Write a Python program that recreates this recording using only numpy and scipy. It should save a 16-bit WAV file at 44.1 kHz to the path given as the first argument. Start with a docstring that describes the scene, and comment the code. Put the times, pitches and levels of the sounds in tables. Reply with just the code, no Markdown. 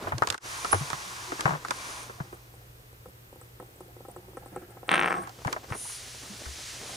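"""A spinning top on a hardwood floor.

A wooden top ticks over the boards, then topples and rattles; each impact excites the modes of the wood.
A stereo camera lies on the same floor. A hand slides it along: friction makes it hiss and squeal,
and its case creaks, knocks and thumps. Below lie the hiss of a quiet room, a mains hum and a thin
motor whine. The sound fades out and in once, early on."""
import sys
import numpy as np
from scipy import signal
from scipy.fft import rfft, irfft, next_fast_len
from scipy.io import wavfile

SR = 44100
rng = np.random.default_rng(int(sys.argv[2]) if len(sys.argv) > 2 else 0)


def put_to_file(sound):
    """Save the sound as 16-bit audio at rate SR, in the file named by the first command-line argument."""
    columns = np.atleast_2d(sound).T  # one column per channel
    safe = np.clip(columns, -1, 1)
    whole_steps = np.round(safe * 32767)
    wavfile.write(sys.argv[1], SR, whole_steps.astype(np.int16))


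N = 306914
TIME = np.arange(N) / SR


def amp(db):
    """Amplitude ratio from decibels."""
    return 10 ** (np.asarray(db) / 20)


def rms_one(x):
    """Normalisation to unit power."""
    return x / np.sqrt(np.mean(x ** 2) + 1e-20)


def noise(spectrum):
    """Spectral shaping of white noise, at unit power."""
    size = next_fast_len(N)
    hz, db = np.transpose(spectrum)
    bin_hz = np.arange(size // 2 + 1) * SR / size
    gain = amp(np.interp(np.log(bin_hz + 1), np.log(hz), db))
    return rms_one(irfft(rfft(rng.standard_normal(size)) * gain, size)[:N])


def resonate(x, hz, width_hz):
    """Second-order resonance with unit peak gain."""
    r = np.exp(-np.pi * width_hz / SR)
    gain = (1 - r * r) / 2
    return signal.lfilter([gain, 0, -gain], [1, -2 * r * np.cos(2 * np.pi * hz / SR), r * r], x + 1e-18)


def ring(force, hz, t60):
    """Damped oscillator: an impulse starts a sine that falls 60 dB in t60 seconds."""
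    r, w = 1000 ** (-1 / (t60 * SR)), 2 * np.pi * hz / SR
    return signal.lfilter([0, np.sin(w)], [1, -2 * r * np.cos(w), r * r], force + 1e-18)


def flutter(rate_hz, depth_db):
    """Random amplitude modulation: a wandering gain."""
    return amp(depth_db * rms_one(resonate(rng.standard_normal(N), 0.91, rate_hz)))


def stereo(mid, side):
    """Left and right as the sum and difference of mid and side."""
    return np.array([mid + side, mid - side])


def add(out, start, sound):
    """Superposition of a short stereo sound, from start in seconds."""
    i = round(start * SR)
    out[:, i:i + sound.shape[1]] += sound[:, :N - i]


def train(events, db):
    """Impulse train: one click at the start of each event."""
    clicks = np.zeros(N)
    clicks[np.round(np.transpose(events)[0] * SR).astype(int)] = amp(db)
    return clicks


# Room noise spectra, mid and side. Each row: frequency in Hz, relative density in dB.
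ROOM_MID = [(20, -21), (35, -4), (60, 0.5), (120, 1), (200, -15), (450, -10), (800, -20.5), (1500, -21.5),
            (4500, -26.5), (9000, -26.5), (12000, -26.5), (16000, -19)]
ROOM_SIDE = [(59, -45), (100, -16), (360, -8.5), (607, -7), (1180, -6), (1940, -8.5), (2230, -10.5),
             (7880, -22.5), (12000, -41), (15600, -57), (22000, -120)]
HUM_HZ, HUM_DB = (59.3, 118.6, 12285), (-63.5, -55, -70.5)


def room():
    """Broadband hiss under a line spectrum: mains hum, its octave and a motor whine, all wavering."""
    tones = sum(amp(db) * flutter(19, 1) * np.sin(2 * np.pi * hz * TIME)
                for hz, db in zip(HUM_HZ, HUM_DB))
    return stereo(amp(-53.5) * noise(ROOM_MID) + tones, amp(-58.5) * noise(ROOM_SIDE))


# Friction envelopes, a list per slide. Each row: time in seconds, then hiss, squeal and rumble in dB.
SLIDES = [
    [(0.0, -57, -70, -38), (0.18, -62.5, -66, -49), (0.38, -45, -62, -51), (0.53, -41, -51, -59),
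     (0.76, -42, -47.5, -48.5), (0.95, -43, -56, -63), (1.33, -44.5, -59, -58), (1.49, -45.5, -69, -43),
     (1.6, -54, -75, -54.5), (1.75, -45.5, -55, -57.5), (1.88, -43.5, -52.5, -52), (2.03, -47, -53, -56.5),
     (2.1, -54.5, -67, -59), (2.7, -75.5, -80, -92)],
    [(5.22, -73, -51, -45.5), (5.286, -59, -75, -68), (5.504, -53, -60, -46.5), (5.626, -57.5, -81, -55),
     (5.72, -52.5, -59, -50.5), (5.79, -49.5, -41, -55), (5.93, -43.5, -43, -73), (6.02, -45.5, -55, -59),
     (6.35, -46.5, -57.5, -53), (6.696, -41.5, -56, -60.5), (6.806, -44.5, -56.5, -48.5),
     (6.96, -42, -52, -49)],
]
# Spectra of rubbing and twisting, a list per slide. Each row: frequency in Hz, relative density in dB.
RUB_SPECTRA = [
    [(350, -78), (600, -11.5), (891, -8), (1020, -22), (1630, -10.5), (6180, -7), (8480, -13.5),
     (9550, -14), (11800, -25), (14000, -24)],
    [(350, -38), (600, -10), (1140, -8.5), (1700, -3.5), (6100, -0.5), (8260, -5.5), (9680, -16),
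     (12000, -17), (12900, -51), (14000, -24)],
]
TWIST_SPECTRA = [
    [(120, -55), (200, -21), (437, -13), (522, -9.5), (890, -11), (1120, -2.5), (1540, 0.5), (3040, -13),
     (11900, -19.5), (14000, -29)],
    [(120, -41), (200, -14), (407, -12), (670, -7), (859, -12), (1250, -4), (7650, -7), (12100, -3.5),
     (14000, -15)],
]
# Whistling feet, a list per slide. Each row: frequency in Hz, bandwidth in Hz, relative level in dB.
SQUEALS = [
    [(9460, 940, 0), (6200, 820, -4), (2407, 250, -5.5)],
    [(9600, 1600, 1), (6800, 1400, -8.5), (2470, 600, -36)],
]
# Coupling, a row per slide. Each row, in dB: hiss to case, rumble to case, hiss to twist, rumble to twist.
COUPLINGS = [(-4.5, -7.5, -0.5, -10), (-29, -19, -7.5, -21)]
CASE_HZ, CASE_WIDTH_HZ = 1032, 270


def slide():
    """Sliding friction hisses, squeals and rumbles; it drives the case resonance and twists the case."""
    out = np.zeros((2, N))
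    white = rng.standard_normal((3, N))
    case = flutter(8.4, 1.5) * rms_one(resonate(white[0], CASE_HZ, CASE_WIDTH_HZ))
    rumble = flutter(19, 4.5) * rms_one(resonate(white[2], hz=314, width_hz=366))
    for rows, rub, twist, bands, coupling in zip(SLIDES, RUB_SPECTRA, TWIST_SPECTRA, SQUEALS, COUPLINGS):
        times, *levels = np.transpose(rows)
        hiss_gain, squeal_gain, rumble_gain = [amp(np.interp(TIME, times, db)) for db in levels]
        squeal = squeal_gain * sum(amp(db) * rms_one(resonate(resonate(white[1], hz, width), hz, width))
                                   for hz, width, db in bands)
        shaken = hiss_gain * amp(coupling[0]) + rumble_gain * amp(coupling[1])
        twisted = hiss_gain * amp(coupling[2]) + rumble_gain * amp(coupling[3])
        mid = hiss_gain * noise(rub) + shaken * case + squeal + rumble_gain * rumble
        side = twisted * noise(twist) + 0.5 * np.roll(squeal, 40)
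        onset, release = (TIME - times[0] + 0.02) * 20, (times[-1] + 0.5 - TIME) * 2
        out += np.clip(np.minimum(onset, release), 0, 1) * stereo(mid, side)
    return out


# Slips of one foot of the case. Each row: start in seconds, relative level in dB.
SLIPS = [(0.715, -15), (.737, -25.5), (.748, -31), (.775, -36), (.795, -40)]
SQUEAK_HZ = 9970


def squeak():
    """Stick-slip friction: each slip of the foot excites a high, narrow resonance."""
    slips = ring(train(SLIPS, np.transpose(SLIPS)[1]), SQUEAK_HZ, t60=0.037)
    tone = amp(-42) * ring(slips, SQUEAK_HZ, t60=0.042) * flutter(54, 3.5)
    return stereo(tone, 0.84 * np.roll(tone, 2))


# The case thumps on the boards. Each row: start in seconds, relative level in dB, frequency in Hz,
# decay time in seconds.
THUMPS = [(0.056, -41, 96, 0.11), (0.131, -30.5, 110, 0.038), (0.145, -26, 117, 0.038),
          (0.219, -29, 121, 0.015), (0.29, -40.5, 100.4, 0.049), (0.7, -44, 79, 0.036),
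          (0.738, -27, 96.6, 0.076), (0.81, -27.5, 141, 0.037), (0.931, -35.5, 137, 0.022),
          (1.454, -20, 139, 0.022), (1.489, -29.5, 168, 0.041), (1.521, -30.5, 150, 0.058),
          (2.205, -25.5, 143, 0.018), (5.459, -22.5, 129, 0.016), (5.712, -26.5, 117.3, 0.017),
          (6.3, -40.5, 203, 0.045), (6.465, -38, 69, 0.096)]


def thumps():
    """Damped vibration: a soft blow starts a few low cycles, which the hand absorbs."""
    out = np.zeros((2, N))
    for start, db, hz, decay in THUMPS:
        t = np.arange(int(3 * max(decay, 0.01) * SR)) / SR
        envelope = (1 - np.exp(-t / 0.0012)) * np.exp(-2 * (t / decay) ** 2)
        wave = envelope * np.sin(2 * np.pi * hz * t)
        add(out, start, amp(db + 1.5) * stereo(wave, 0.23 * np.roll(wave, 60)))
    return out


# Knocks and creaks of the case. Each row: start in seconds, body level in dB, crack relative to it in dB,
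# resonance in Hz, left over right in dB.
KNOCKS = [(0.069, -26, -19, 700, -4), (0.119, -21, -20, 800, -3), (0.18, -35.5, 9, 1140, -6),
          (0.22, -12.5, -13, 1080, 2), (0.232, -21, -10.5, 985, -9), (0.271, -22.5, 1.5, 1100, -4),
          (0.285, -41.5, 15, 470, 5), (0.3, -24.5, 11, 1370, -7), (0.323, -29.5, 2.5, 1330, -1),
          (0.342, -19, -7, 1150, -5), (0.377, -15, 4, 1400, -5), (0.645, -19.5, -7.5, 1200, -5.5),
          (0.727, -11.5, -14, 765, -1), (0.743, -21.5, -7, 332, -1), (0.9, -28, 2.5, 1110, -4),
          (0.929, -24, -6, 1080, -9), (1.318, -24, -23, 343, 0.5), (1.392, -28, -11, 340, -2),
          (1.406, -26.5, 7.5, 1150, -3.5), (1.454, -14, -15, 945, 3.5), (1.647, -24, -10, 1190, -5.5),
          (1.682, -30.5, -2, 1840, -3), (1.706, -19.5, 0.5, 1140, -4.5), (1.979, -37, -1, 570, -1.0),
          (2.095, -35, -16, 467, -1), (2.2, -30, -23, 750, 0), (2.326, -35, -25, 360, -3),
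          (5.271, -33.5, -6, 780, -6), (5.292, -41.5, 2, 785, -4), (5.447, -25, -13, 840, 0),
          (5.47, -27, 0, 310, -2), (5.476, -27, -21, 754, 10.5), (5.526, -24.5, 3.5, 1180, -3),
          (5.562, -23.5, -27, 685, -4), (5.638, -42, -13, 484, 2.5), (5.701, -37, 1, 1490, 0),
          (5.72, -30, -23, 1300, -12), (5.748, -32.5, -16, 326, -3), (5.85, -40.5, -10, 900, -2),
          (5.895, -39.5, -10, 1500, 0), (6.455, -37, -15, 1600, -1), (6.89, -40, -20, 600, -1)]
KNOCK_T60_S, KNOCK_DAMPING = 0.063, 0.16  # decay time at -26.5 dB; louder knocks die sooner
JUDDER_S, JUDDER_GAP_S = 1.461, 0.0146  # the case judders on after one hard knock, grinding in seven weakening knocks


def knocks():
    """Transient excitation: a burst of uneven contact rings the case; the bright crack decays faster."""
    out, t = np.zeros((2, N)), np.arange(SR // 5) / SR
    bright = signal.butter(2, [2200, 7500], "band", fs=SR, output="sos")
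    dull = signal.butter(3, [200, 1650], "band", fs=SR, output="sos")
    judder = [(JUDDER_S + k * JUDDER_GAP_S, -17.5 - 1.9 * k, -23, 920, 0) for k in range(7)]
    for start, db, crack_db, hz, pan_db in KNOCKS + judder:
        t60 = KNOCK_T60_S * amp(-KNOCK_DAMPING * (db + 26.5))
        envelope = (1000 ** (-t / t60) + 1.2 * np.exp(-t / 0.0006)) * np.minimum(t / 0.00099, 1)
        burst = rng.standard_normal((2, len(t))) * envelope
        low = signal.sosfilt(dull, burst)
        case = resonate(low[0], CASE_HZ, CASE_WIDTH_HZ)
        body = resonate(low[0], hz, 0.43 * hz) + 0.048 * case + 0.25 * low[0]
        twist = resonate(0.7 * low[0] + low[1], hz=1150, width_hz=950)
        crack = signal.sosfilt(bright, burst * 1000 ** (-t / 0.029))
        body, twist, crack = [part / np.abs(part).max() for part in (body, twist, crack)]
        sound = stereo(body + amp(crack_db) * crack[0], amp(2) * twist + amp(crack_db - 3) * crack[1])
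        add(out, start + 0.001145, amp(db) * amp([[pan_db / 2], [-pan_db / 2]]) * sound)
    return out


FALL_S, REST_S = 4.887, 5.235  # the top topples, then comes to rest
FAR_S, FAR_DB, LEAVE_DB_PER_S, NEAR_DB_PER_S = 2.89, -80.5, 32.5, 14.5  # the tip draws away, then nears
TIP_MAX_DB, TIP_HZ, TIP_LATE_S, TIP_LATE_HZ = -60, 890, 4.36, 1540
RIM_DB, RIM_ATTACK_S, RIM_SAG_DB_PER_S, RIM_SLOWS_S, RIM_DIES_DB_PER_S = -29.5, 0.025, 9, 5.18, 197
RIM_HZ, RIM_SAG_HZ_PER_S = 2216, 3100
TIP_TINKLE_DB, RIM_TINKLE_DB, WOBBLE_S = -77, -52, 0.076  # the tinkle swells just before the fall


def spin():
    """Rolling contact of tip, then rim: level, bandwidth and tinkle. The rim dulls as it spins down."""
    nearness_db = np.maximum(LEAVE_DB_PER_S * (FAR_S - TIME), NEAR_DB_PER_S * (TIME - FAR_S))
    tip_db = np.minimum(FAR_DB + nearness_db, TIP_MAX_DB)
    since = TIME - FALL_S
    rim_db = RIM_DB - RIM_SAG_DB_PER_S * since - RIM_DIES_DB_PER_S * np.maximum(TIME - RIM_SLOWS_S, 0)
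    level_db = tip_db + np.clip(since / RIM_ATTACK_S, 0, 1) * (rim_db - tip_db)
    tip_hz = np.where(TIME < TIP_LATE_S, TIP_HZ, TIP_LATE_HZ)
    rim_hz = np.where(TIME < REST_S, np.maximum(RIM_HZ - RIM_SAG_HZ_PER_S * since, TIP_HZ), TIP_LATE_HZ)
    tinkle_db = np.interp(since, [-WOBBLE_S, 0], [TIP_TINKLE_DB, RIM_TINKLE_DB])
    return level_db, np.where(since < 0, tip_hz, rim_hz), np.where(TIME < REST_S, tinkle_db, -120)


# The tip crosses board seams; the fallen top drums on the boards.
# Each row: start in seconds, relative level in dB, tinkle offset in dB.
SEAM_TICKS = [(2.326, -43, -3), (2.538, -39.5, -11), (2.796, -43, -14), (2.929, -41, -14),
              (3.057, -30.5, -23), (3.085, -38, -16), (3.327, -33, -26), (3.358, -36.5, -20),
              (3.413, -34.5, -8), (3.599, -25, -30), (3.625, -32, -24), (3.689, -42, -17),
              (3.759, -41, -15), (3.806, -29, -18), (3.881, -42, -22), (3.965, -35.5, -28),
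              (4.005, -30, -30), (4.05, -32, -25), (4.084, -29, -18), (4.162, -26, -26), (4.243, -46, -23),
              (4.282, -37.5, -25), (4.332, -37.5, -25), (4.37, -22, -21), (4.431, -39, -23),
              (4.459, -31, -15), (4.525, -37.5, -20), (4.561, -21.5, -24.5), (4.62, -34.5, -20),
              (4.705, -37.5, -11), (4.769, -30.5, -37), (4.83, -29, -35), (4.881, -25.5, -13)]
RATTLE = [(4.8922, -6, -43), (4.9158, -7.5, -14), (4.929, -9.5, -34), (4.9403, -7, -25),
          (4.9442, -7.4, -22), (4.9565, -9, -25), (4.9669, -16, -30), (4.9792, -8, -38),
          (4.9944, -6.5, -37.0), (5.0017, -21.5, -11), (5.0134, -8, -41.0), (5.0247, -10.5, -35),
          (5.0333, -11, -40.0), (5.0447, -10, -42), (5.06, -10, -25), (5.0768, -11, -38),
          (5.0836, -13, -33), (5.1077, -14, -38), (5.1192, -14.5, -36), (5.1269, -12, -41),
          (5.142, -18, -30), (5.154, -25, -16), (5.1658, -25, -17)]
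# A corner of the case taps the boards. Each row: start in seconds, relative level in dB.
CASE_TAPS = [(0.2224, -12), (5.4792, -23.5), (5.487, -37), (5.724, -18.5), (5.7325, -22), (5.7405, -27),
             (5.747, -31)]
FAINT_TICK_DB, BOUNCE_DB, BOUNCE_LOSS_DB_PER_S = -53, -18, 60


def impacts():
    """Soft and hard collisions, joined by random ticks on the grain and bounces that lose energy."""
    when, size = rng.random((12, 2)).T
    faint = np.transpose([2.4 + when * (FALL_S - 2.5), FAINT_TICK_DB + 10 * (size - 0.5), [-17] * 12])
    when, size = rng.random((20, 2)).T
    since = (np.arange(20) + when) / 20 * (REST_S - FALL_S)
    bounce_db = BOUNCE_DB - BOUNCE_LOSS_DB_PER_S * since + 11 * (size - 0.5)
    bounces = np.transpose([FALL_S + since + 0.01, bounce_db, -48 - bounce_db])
    taps = [(start, db, -57) for start, db in CASE_TAPS]
    return np.vstack([SEAM_TICKS, faint]), np.vstack([RATTLE, bounces, taps])


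# Reflections along the boards. Each row: delay in seconds, relative level in dB.
REFLECTIONS = [(.0022, -1), (.0038, -4), (.0076, -10.5)]


def contacts(events, bandwidths_hz, delay_s, echo_db):
    """An impact is a Gaussian force pulse, shorter when hard; the air carries its second derivative."""
    out, t = np.zeros((2, N)), np.arange(-64, 64) / SR
    for (start, db, _), hz in zip(events, bandwidths_hz):
        u = (np.pi * hz * t) ** 2
        bell = np.exp(-u)
        force_and_air = np.array([bell / bell.sum(), (1 - 2 * u) * bell])
        add(out, start + delay_s - 64 / SR, -amp(db) * force_and_air)
    echoes = sum(amp(db) * np.roll(out, round(lag * SR), axis=1) for lag, db in REFLECTIONS)
    return out + amp(echo_db) * echoes


# Modes of boards and top. Each row: frequency in Hz, gain under the tip in dB, gain under the rim in dB,
# 60 dB decay time in seconds, sideways gain in dB.
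BOARD_MODES = [(186, -7, -11.5, 0.11, -21), (364.8, -3.5, -10, 0.061, -28), (503, -7.5, -11, 0.042, -40),
               (717, -5, -10, 0.034, -1.5), (804, -9, -10, 0.062, -32), (1105, -42, -18.5, 0.16, 14),
               (1338, -2.5, -0.5, 0.022, -12), (1615, -0.5, 5.5, 0.016, -25), (1990, -1, 7.5, 0.012, -15),
               (2550, -27, 8, 0.014, -23), (3120, -18, 18, 0.013, -30)]


def boards(tick_force, blow_force, blow_air, roughness, contact_hz):
    """Modal superposition, mid and side: coupling to each mode varies as the tip wanders."""
    fallen = TIME > FALL_S
    upright = ~fallen * flutter(4.5, 3.5)  # the tip finds rough and smooth wood
    mid, side = np.zeros(N), 0.35 * blow_air
    for hz, tip_db, rim_db, t60, side_db in BOARD_MODES:
        rolling = roughness / (1 + (hz / contact_hz) ** 6)  # soft contact reaches only low modes
        tip = amp(tip_db) * flutter(16, 4) * (amp(-10) * tick_force + upright * rolling)
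        rim = amp(rim_db) * (amp(-22.5) * blow_force + fallen * rolling)
        mode = ring(tip + rim, hz, t60)
        mid += mode
        side += amp(side_db) * np.roll(mode, round(SR / hz / 4) + 20)  # sideways shaking lags
    # narrow boards radiate no deep bass and damp the treble
    wood = signal.butter(3, [190, 3300], "band", fs=SR, output="sos")
    return signal.sosfilt(wood, [mid, side])


# Small, stiff modes of the top. Each row: frequency in Hz, gain in dB, 60 dB decay time in seconds.
TOP_MODES = [(6100, -9, 0.0037), (8070, -3, 0.014), (9170, -3, 0.015), (10200, -7, .004)]


def tinkle(events, scrape):
    """High modes of the top, excited by impacts and scraping, each radiating near its own frequency."""
    out = np.zeros(N)
    for hz, db, t60 in TOP_MODES:
        strikes = train(events, events[:, 1] + events[:, 2] + rng.normal(0, 3.7, len(events)))
        force = strikes + flutter(25, 5.5) * scrape
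        out += amp(db) * resonate(ring(force, hz, t60), hz, width_hz=2400)
    return out


def skid(ticks, offset_db, decay_s=0.026):
    """Exponential envelope of the tip's rough skid after each tick."""
    return signal.lfilter([1], [1, -np.exp(-1 / (decay_s * SR))], train(ticks, ticks[:, 1] + offset_db))


def top(grains_per_s=1600):
    """Forced vibration: impacts and the dense grains of surface roughness drive boards and top."""
    roll_db, contact_hz, tinkle_db = spin()
    ticks, blows = impacts()
    touches = rng.random(N) < grains_per_s / SR
    sizes = amp(2.8 * np.minimum(rng.exponential(1, N), 4))
    grains = rms_one(touches * sizes * rng.choice([-1, 1], N))
    tick_hz = 975 * amp(0.32 * (ticks[:, 1] + 27) + rng.normal(0, 2.65, len(ticks)))  # louder is brighter
    blow_hz = contact_hz[(blows[:, 0] * SR).astype(int)]
    tick_force, tick_air = contacts(ticks, tick_hz, delay_s=0.00161, echo_db=0)
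    blow_force, blow_air = contacts(blows, blow_hz, delay_s=0, echo_db=-11.5)
    roughness = amp(-20.5) * (amp(roll_db) + skid(ticks, -26.5)) * grains
    mid, side = boards(tick_force, blow_force, blow_air, roughness, contact_hz)
    scrape = (amp(tinkle_db - 20) + amp(-33) * skid(ticks, ticks[:, 2])) * grains
    treble = tinkle(np.vstack([ticks, blows]), scrape)
    cracks = train(blows, 1.2 * blows[:, 1] - 21 + rng.normal(0, 4, len(blows)))
    treble += ring(cracks + (TIME > FALL_S) * amp(roll_db - 31.5) * grains, hz=5600, t60=0.0017)
    return stereo(mid + amp(-8.5) * tick_air + blow_air + treble, side + 0.14 * treble)


def scene():
    """Linear superposition of the camera case, the top and the room."""
    return slide() + squeak() + knocks() + thumps() + top() + room()


DIP_S, DIP_DB, FADE_OUT_S, FADE_IN_S, CUTOFF_HZ = 0.394, -35.5, 0.077, 0.078, 16500


def record(dry):
    """Attenuation: the level dips briefly, and a steep low-pass removes the highest treble."""
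    t = TIME - DIP_S
    dip = np.clip(1 - np.maximum(-t / FADE_OUT_S, t / FADE_IN_S), 0, 1) ** 2.2
    lowpass = signal.cheby2(12, 70, CUTOFF_HZ, fs=SR, output="sos")
    return signal.sosfilt(lowpass, dry * amp(DIP_DB * dip))


dry = scene()
out = record(dry)
put_to_file(out)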